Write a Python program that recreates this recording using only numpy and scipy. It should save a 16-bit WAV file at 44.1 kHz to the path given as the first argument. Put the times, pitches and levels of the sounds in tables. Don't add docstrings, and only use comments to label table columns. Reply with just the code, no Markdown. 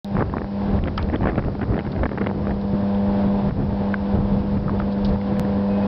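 import sys
import numpy as np
from scipy import signal
from scipy.fft import rfft, irfft, next_fast_len
from scipy.io import wavfile
from scipy.ndimage import uniform_filter1d, map_coordinates

SR = 44100
rng = np.random.default_rng(int(sys.argv[2]) if len(sys.argv) > 2 else 0)


def master_out(mix):
    frames = np.transpose(np.atleast_2d(mix))
    ceiling = np.clip(frames, -1, 1)
    pcm = np.round(ceiling * 32767).astype(np.int16)
    wavfile.write(sys.argv[1], SR, pcm)


def linear_from_db(decibels):
    return 10 ** (np.asarray(decibels, float) / 20)


N = 258867
TIME = np.arange(N) / SR
SKIP_S, LOST_S = 5.39613, 0.00213


def unit(x):
    return x / np.sqrt(np.mean(x ** 2) + 1e-20)


def along(points, hz):
    f, v = np.transpose(points)
    return np.interp(np.log(hz + 1), np.log(f + 1), v, left=-120, right=-120)


def shaped(x, spectrum):
    gain_db = along(spectrum, np.fft.rfftfreq(len(x), 1 / SR))
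    return irfft(rfft(x) * linear_from_db(gain_db), len(x))


def wobble(knots_per_s):
    knots = rng.standard_normal(int(N * knots_per_s / SR) + 4)
    return map_coordinates(knots, [TIME * knots_per_s])


def noise(spectrum):
    white = rng.standard_normal(next_fast_len(N + 8192))
    return unit(shaped(white, spectrum)[:N])


def coloured(burst, spectrum):
    x = shaped(burst, spectrum)
    return x / np.linalg.norm(x)


def buffeting():
    # peak_s, length_s, strength_db, eddy_size_db (plus = large and low)
    gusts = [(0.183, 0.077, -25.5, -2.5), (0.303, 0.15, -29, 1), (0.445, 0.035, -35, 8),
             (0.766, 0.17, -27.5, 3), (0.946, 0.3, -30, 0.5), (1.062, 0.073, -22.5, 1.5),
             (1.141, 0.034, -26.5, 4), (1.25, 0.1, -24.5, 0.5), (1.42, 0.21, -28.5, 0.5),
             (1.621, 0.028, -24, -1.5), (1.737, 0.076, -24.5, 2), (1.933, 0.18, -32, -4),
             (2.035, 0.078, -25, 4), (2.26, 0.19, -35.5, -6.5), (2.49, 0.13, -29, 2),
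             (2.742, 0.035, -24.5, 0.5), (2.965, 0.037, -30, -1), (3.103, 0.08, -32.5, 5.5),
             (3.301, 0.14, -29, 1), (3.493, 0.076, -21, -2), (3.624, 0.12, -25.5, -2.5),
             (3.733, 0.093, -26.5, -2), (3.84, 0.055, -31, 1), (4.022, 0.038, -44, 15),
             (4.187, 0.12, -24.5, 2), (4.398, 0.17, -25, -1.5), (4.631, 0.31, -26.5, -0.5),
             (5.12, 0.13, -24.5, 3.5), (5.43, 0.28, -31.5, -2), (5.636, 0.37, -34, 2)]
    # freq_hz, level_db_per_hz
    rumble = [(15, -30.5), (30, -8.5), (60, -6), (90, -4.5), (130, -25)]
    # freq_hz, level_db_per_hz
    flutter = [(70, -34), (100, -2.5), (170, -3), (230, -10.5), (300, -37)]
    # freq_hz, level_db_per_hz
    body = [(170, -31.5), (240, -2.5), (450, -7.5), (800, -18.5), (1300, -25.5), (2500, -43), (5000, -61)]
    breeze_db, body_calm_db = -36, -35
    mid_gust_db, body_db, body_follows = -28, -29, 0.38
    still_s, still_db = 0.13, -15
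    fall_ratio = 0.77

    lumps = wobble(28)
    coarse_s = TIME[::64]
    peak_s, length_s, db, size_db = np.transpose(gusts)
    since_s = coarse_s[:, None] - peak_s
    width_s = length_s * np.where(since_s > 0, fall_ratio, 1)
    swell = np.exp(-(2 * since_s / width_s) ** 2)
    calming_db = still_db * np.clip(1 - coarse_s / still_s, 0, 1) ** .5

    def layer(colour, peak_db, calm_db, trim_db, lumpy_db):
        power = swell @ linear_from_db(2 * peak_db) + linear_from_db(2 * (calm_db + calming_db))
        gain = np.repeat(np.sqrt(power), 64)[:N]
        return gain * linear_from_db(trim_db) * unit(linear_from_db(lumpy_db * lumps) * noise(colour))

    small_db = body_db + body_follows * (db - mid_gust_db)
    return (layer(rumble, db + size_db, breeze_db, .3, 1.5)
            + layer(flutter, db - size_db, breeze_db, .3, 3)
            + layer(body, small_db, body_calm_db, -2.5, 3.5))


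def eddies():
    # time_s, level_db, bite_db, length_ms
    strong = [(.1684, -17.5, -48, 1.64), (.187, -22, -40, 1.6), (.2084, -22, -38, 4),
              (.2158, -24.5, -41, 3.9), (.2228, -27.5, -15, 3.9), (.2248, -21, -36, 5.3),
              (.3393, -22, -51, 4.3), (.3688, -24, -32, 3.8), (.3829, -25, -23, 2.5),
              (.8393, -27.5, 5, 1.2), (.8752, -28.5, 1, 3.5), (.8822, -29.5, -10, 6.7),
              (1.1407, -31, -17, 25), (1.1593, -29.5, 2, 3.6), (1.2415, -27, -22, 5.4),
              (1.2579, -21.5, -30, 5.8), (1.2719, -21, -18, 5.6), (1.288, -27, -14, 6.3),
              (1.297, -29.5, -14, 9.8), (1.3808, -24, -17, 7.4), (1.6157, -27, -20, 5),
              (1.7912, -27, -5, 3.4), (2.035, -23, -17, 5.6), (2.039, -26, -22, 3.4),
              (2.0569, -21, -25, 4.2), (2.1832, -27.5, -12, 5.6), (2.2149, -27, -19, 9.5),
              (2.2639, -23.5, -16, 2.6), (2.2699, -24, -9, 4.5), (2.4706, -26.5, -29, 2.9)]
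    # time_s, level_db, bite_db
    lesser = [(.1528, -33, -11), (0.2014, -29.5, -29), (0.3293, -38, -29), (0.4182, -29.5, -28),
              (.4448, -32.5, -29), (.6194, -42.5, -19), (.7893, -34, -15), (1.0998, -32, -13),
              (1.2319, -30, -9), (1.281, -29, -11), (1.3575, -32.5, -7), (1.3931, -27.5, -19),
              (1.448, -36.5, -5), (1.4841, -34, -25), (1.5527, -38, -11), (1.7673, -31, -19),
              (1.779, -28.5, -15), (1.7981, -30.5, -14), (1.963, -33.5, -8), (2.064, -24.5, -31),
              (2.0928, -32.5, -14), (2.1166, -31, -17), (2.1768, -26, -29), (2.2432, -33, -13),
              (2.2926, -36, -16), (2.5095, -31, -26), (3.3036, -38, -24), (3.5098, -32, -23),
              (5.1598, -39, -20), (5.4502, -33, -33)]
    # first_s, eddy_count, level_db
    flurries = [(0.179, 2, -32), (0.2983, 1, -32.5), (0.348, 2, -44), (.395, 2, -42), (0.6818, 4, -46),
                (.858, 1, -35), (1.0887, 1, -38), (1.2099, 2, -37), (1.3085, 4, -36), (1.4251, 3, -34),
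                (1.5219, 1, -42), (1.595, 1, -37), (1.6306, 2, -32), (1.7231, 4, -34.5), (1.808, 1, -35),
                (1.8509, 3, -36), (1.9308, 6, -39.5), (2.1216, 4, -38.5), (2.2225, 1, -34), (2.3, 2, -32),
                (2.4424, 8, -39), (2.9943, 1, -44), (3.495, 1, -40.5), (3.6087, 1, -45), (3.71, 1, -46),
                (3.8108, 2, -44.5), (4.573, 1, -40), (4.6434, 1, -39), (5.4958, 1, -39), (5.5304, 1, -35)]
    spit_ms, gap_s, faint_bite_db, scatter_db = 3.6, 0.012, -22, 2

    faint = []
    for first_s, count, db in flurries:
        for k in range(round(count)):
            s = first_s + gap_s * (k + (k > 0) * rng.uniform(-.4, .4))
            level_db = db + scatter_db * rng.normal()
            bite_db = faint_bite_db + 4 * rng.normal()
            faint.append((s, level_db, bite_db, spit_ms * np.exp(.4 * rng.normal())))
    return strong + [(*spit, spit_ms) for spit in lesser] + faint


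def pops():
    mid_db, thump_follows, thump_scatter_db = -26.5, 0.48, 2
    thump_band = [(60, -24.0), (200, 6.5), (500, -1.5), (850, -7.5), (1300, -43.0)]
    out, t = np.zeros(N + 2048), (np.arange(2048) - 1024) / SR
    for s, db, bite_db, ms in eddies():
        u = t / (max(ms, 1.5) / 2300 - .0004)
        envelope = np.exp(-.5 * (u * np.where(u < 0, 1.3, .8)) ** 2)
        burst = envelope * rng.standard_normal(len(t))
        edge_band = [(650, -21.0), (1050, 1.5), (1800, .5 * bite_db + 9.0),
                     (3300, bite_db - 2.0), (5600, bite_db - 27.5)]
        edge = linear_from_db(db - 3.0) * coloured(burst, edge_band)
        thump_db = mid_db + thump_follows * (db - mid_db) + thump_scatter_db * rng.normal()
        thump = linear_from_db(thump_db + 6.0) * coloured(burst, thump_band)
        out[round(s * SR) - 1024:][:len(t)] += np.sqrt(ms * SR / 1000) * (edge + thump)
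    return out[:N]


def ticks():
    # time_s, peak_db, ring_hz, decay_s (a longer one rings longer), crack_db
    taps = [
        (0.977, -15.5, 1277, 0.06, -23),
        (0.9792, -10.5, 3130, 0.012, -41),
        (.994, -25, 890, 0.0036, -24.5),
        (3.9406, -6, 1540, 0.025, -37),
        (4.68, -18, 1240, 0.037, -67),
        (4.695, -8.5, 1050, 0.016, -43),
        (4.7998, -11, 1310, 0.021, -39),
        (4.82, -12.5, 1180, 0.013, -42),
        (5.214, -23, 2040, 0.015, -51),
        (5.367, -25, 1740, 0.024, -40),
    ]
    modes = (.7, .55), (1, 1), (1.35, .25)
    out, t = np.zeros(N + SR), np.clip(np.arange(-256, 3840) / SR, 0, None)
    for s, db, hz, decay_s, crack_db in taps:
        ring = sum(gain * np.sin(2 * np.pi * ratio * hz * t) for ratio, gain in modes)
        ring = linear_from_db(db - 186 * (t / decay_s) ** 1.32) * ring * (1 - np.exp(-t / 0.0011))
        fade = (t > 0) * linear_from_db(-60 * t / (2.8 * decay_s))
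        band = [(.3 * hz, -16), (.7 * hz, 0), (1.5 * hz, -3), (3.2 * hz, -26)]
        crack = coloured(fade * rng.standard_normal(len(t)), band)
        out[round(s * SR) - 256:][:len(t)] += ring + linear_from_db(crack_db + 20.0) * crack
    return out[:N]


def scrapes():
    # time_s, length_ms, level_db, centre_hz
    slips = [(0.9766, 4.9, -33, 4570), (1.027, 2.8, -35.5, 4000), (1.918, 8.2, -45.5, 3770),
             (2.612, 5.1, -50, 4200), (2.946, 8.6, -49, 3300), (4.789, 16, -51.5, 3500),
             (4.921, 15, -49, 4220), (5.047, 11, -36, 4220), (5.062, 7.5, -44, 4200),
             (5.077, 6.3, -49.5, 4600), (5.087, 15, -48.5, 4200)]
    out, t = np.zeros(N + 2048), np.arange(-256, 1792) / SR
    for s, ms, db, hz in slips:
        burst = (t > 0) * np.exp(-abs(t * 1000 / ms) ** 3) * rng.standard_normal(len(t))
        band = [(.4 * hz, -26), (.78 * hz, -4), (hz, 0), (1.25 * hz, -4), (1.7 * hz, -16)]
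        out[round(s * SR) - 256:][:len(t)] += linear_from_db(db) * np.sqrt(ms * SR / 1000) * coloured(burst, band)
    return out[:N]


def transformer():
    # multiple, level_db, drift_db_per_s
    partials = [(1, -15, 0), (2, 0, 0), (3, -21, 0), (4, -24, .5), (5, -14, 1), (6, -16.5, 0),
                (7, -27.5, .4), (8, -27, -2.2), (9, -26, -.4), (10, -30.5, .7)]
    core_hz = 99.92
    turns = core_hz * (TIME - LOST_S * np.clip((TIME - SKIP_S) / .003, 0, 1))
    hum = np.zeros(N)
    for k, db, drift_db in partials:
        waver_db = (k != 2) * k / 12 * (wobble(1.5) + wobble(7))
        level_db = db + drift_db * (TIME - 3.5) + waver_db
        lag = 1.68 * k * k
        hum += np.sqrt(2) * linear_from_db(level_db) * np.cos(2 * np.pi * k * turns + lag)
    return hum


def street():
    # freq_hz, level_db_per_hz
    traffic = [(150, -25), (250, -3.5), (500, -5.5), (800, -3), (1080, -10.5), (1250, -20), (1600, -16.5),
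               (2000, -24.5), (2600, -27), (3500, -28.5), (5200, -35.5), (6280, -38.5)]
    # start_s, end_s, pitch_hz, level_db
    squeaks = [
        (5.68, 5.87, 624.5, -12),
        (5.69, 5.795, 2519, -30),
        (5.81, 5.855, 2519, -29),
        (2.6, 4.4, 3462, -43),
        (4.75, 5.3, 3462, -42),
        (2.5, 5.9, 711, -25),
    ]
    nearing_s, nearing_db_per_s = 4.96, 1
    swell_db = .7 * wobble(2) + 1.2 * wobble(10)
    nearing_db = nearing_db_per_s * np.clip(TIME - nearing_s, 0, None)
    wash = linear_from_db(-12.5 + swell_db + nearing_db) * noise(traffic)
    for start, end, hz, db in squeaks:
        on = np.clip(np.minimum(TIME - start, end - TIME) / .012, 0, 1)
        level = on * linear_from_db(db + wobble(9))
        wash += level * np.sin(2 * np.pi * hz * TIME + 500 / hz * wobble(30))
    return wash


def gain_control():
    # time_s, depth_db
    blows = [(.04, 9), (0.219, 21), (.33, 18.5), (.79, 23), (.94, 12.5), (.99, 17.5), (1.14, 18),
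             (1.25, 17.5), (1.34, 19), (1.42, 23.5), (1.62, 17), (1.69, 18), (1.79, 13.5), (1.87, 11.5),
             (1.98, 10.5), (2.04, 22), (2.2, 7), (2.31, 11.5), (2.52, 8.5), (3.409, 3), (3.5, 16),
             (3.56, 10.5), (3.941, 6.5), (4.17, 5.5), (4.41, 6), (4.57, 10), (4.67, 5.5), (4.81, 5.5),
             (5.158, 6), (5.42, 2.5)]
    open_db, hold_s, release_s = -20, 0.017, 0.18
    ducks_db = []
    for s, depth_db in blows:
        since_s = TIME - s
        release = np.exp(-np.clip(since_s - hold_s, 0, None) / release_s)
        ducks_db.append(depth_db * (since_s > 0) * release)
    return linear_from_db(uniform_filter1d(open_db - np.max(ducks_db, axis=0), size=600))


def scene():
    near = buffeting() + pops() + ticks() + scrapes()
    far = transformer() + street()
    return (near + gain_control() * far)[None]


def low_pass(x):
    return signal.sosfilt(signal.butter(12, 15750, fs=SR, output="sos"), x)


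def record(dry):
    # freq_hz, level_db_per_hz
    self_noise = [(300, -23.5), (1000, 5), (3000, -4.5), (5300, -2), (6280, -10.5)]
    start_s = 0.04542
    x = dry + linear_from_db(-53.0) * noise(self_noise)
    x = x / (1 + abs(x / .41) ** 3) ** (1 / 3)
    x = signal.sosfiltfilt(signal.butter(9, 5450, fs=SR, output="sos"), x)
    since_s = TIME - SKIP_S
    x = x + .125 * np.sign(since_s) * np.exp(-abs(since_s) / .0018)
    opened_s = np.clip(TIME - start_s, 0, None)
    chirp = 0.044 * np.cos(2 * np.pi * 3700 * opened_s) * np.exp(-opened_s / 0.00095)
    x = (x - .002 + chirp) * (TIME >= start_s)
    x = x * np.clip((N / SR - TIME) / .004, 0, 1)
    return low_pass(x)


dry = scene()
out = record(dry)
master_out(out)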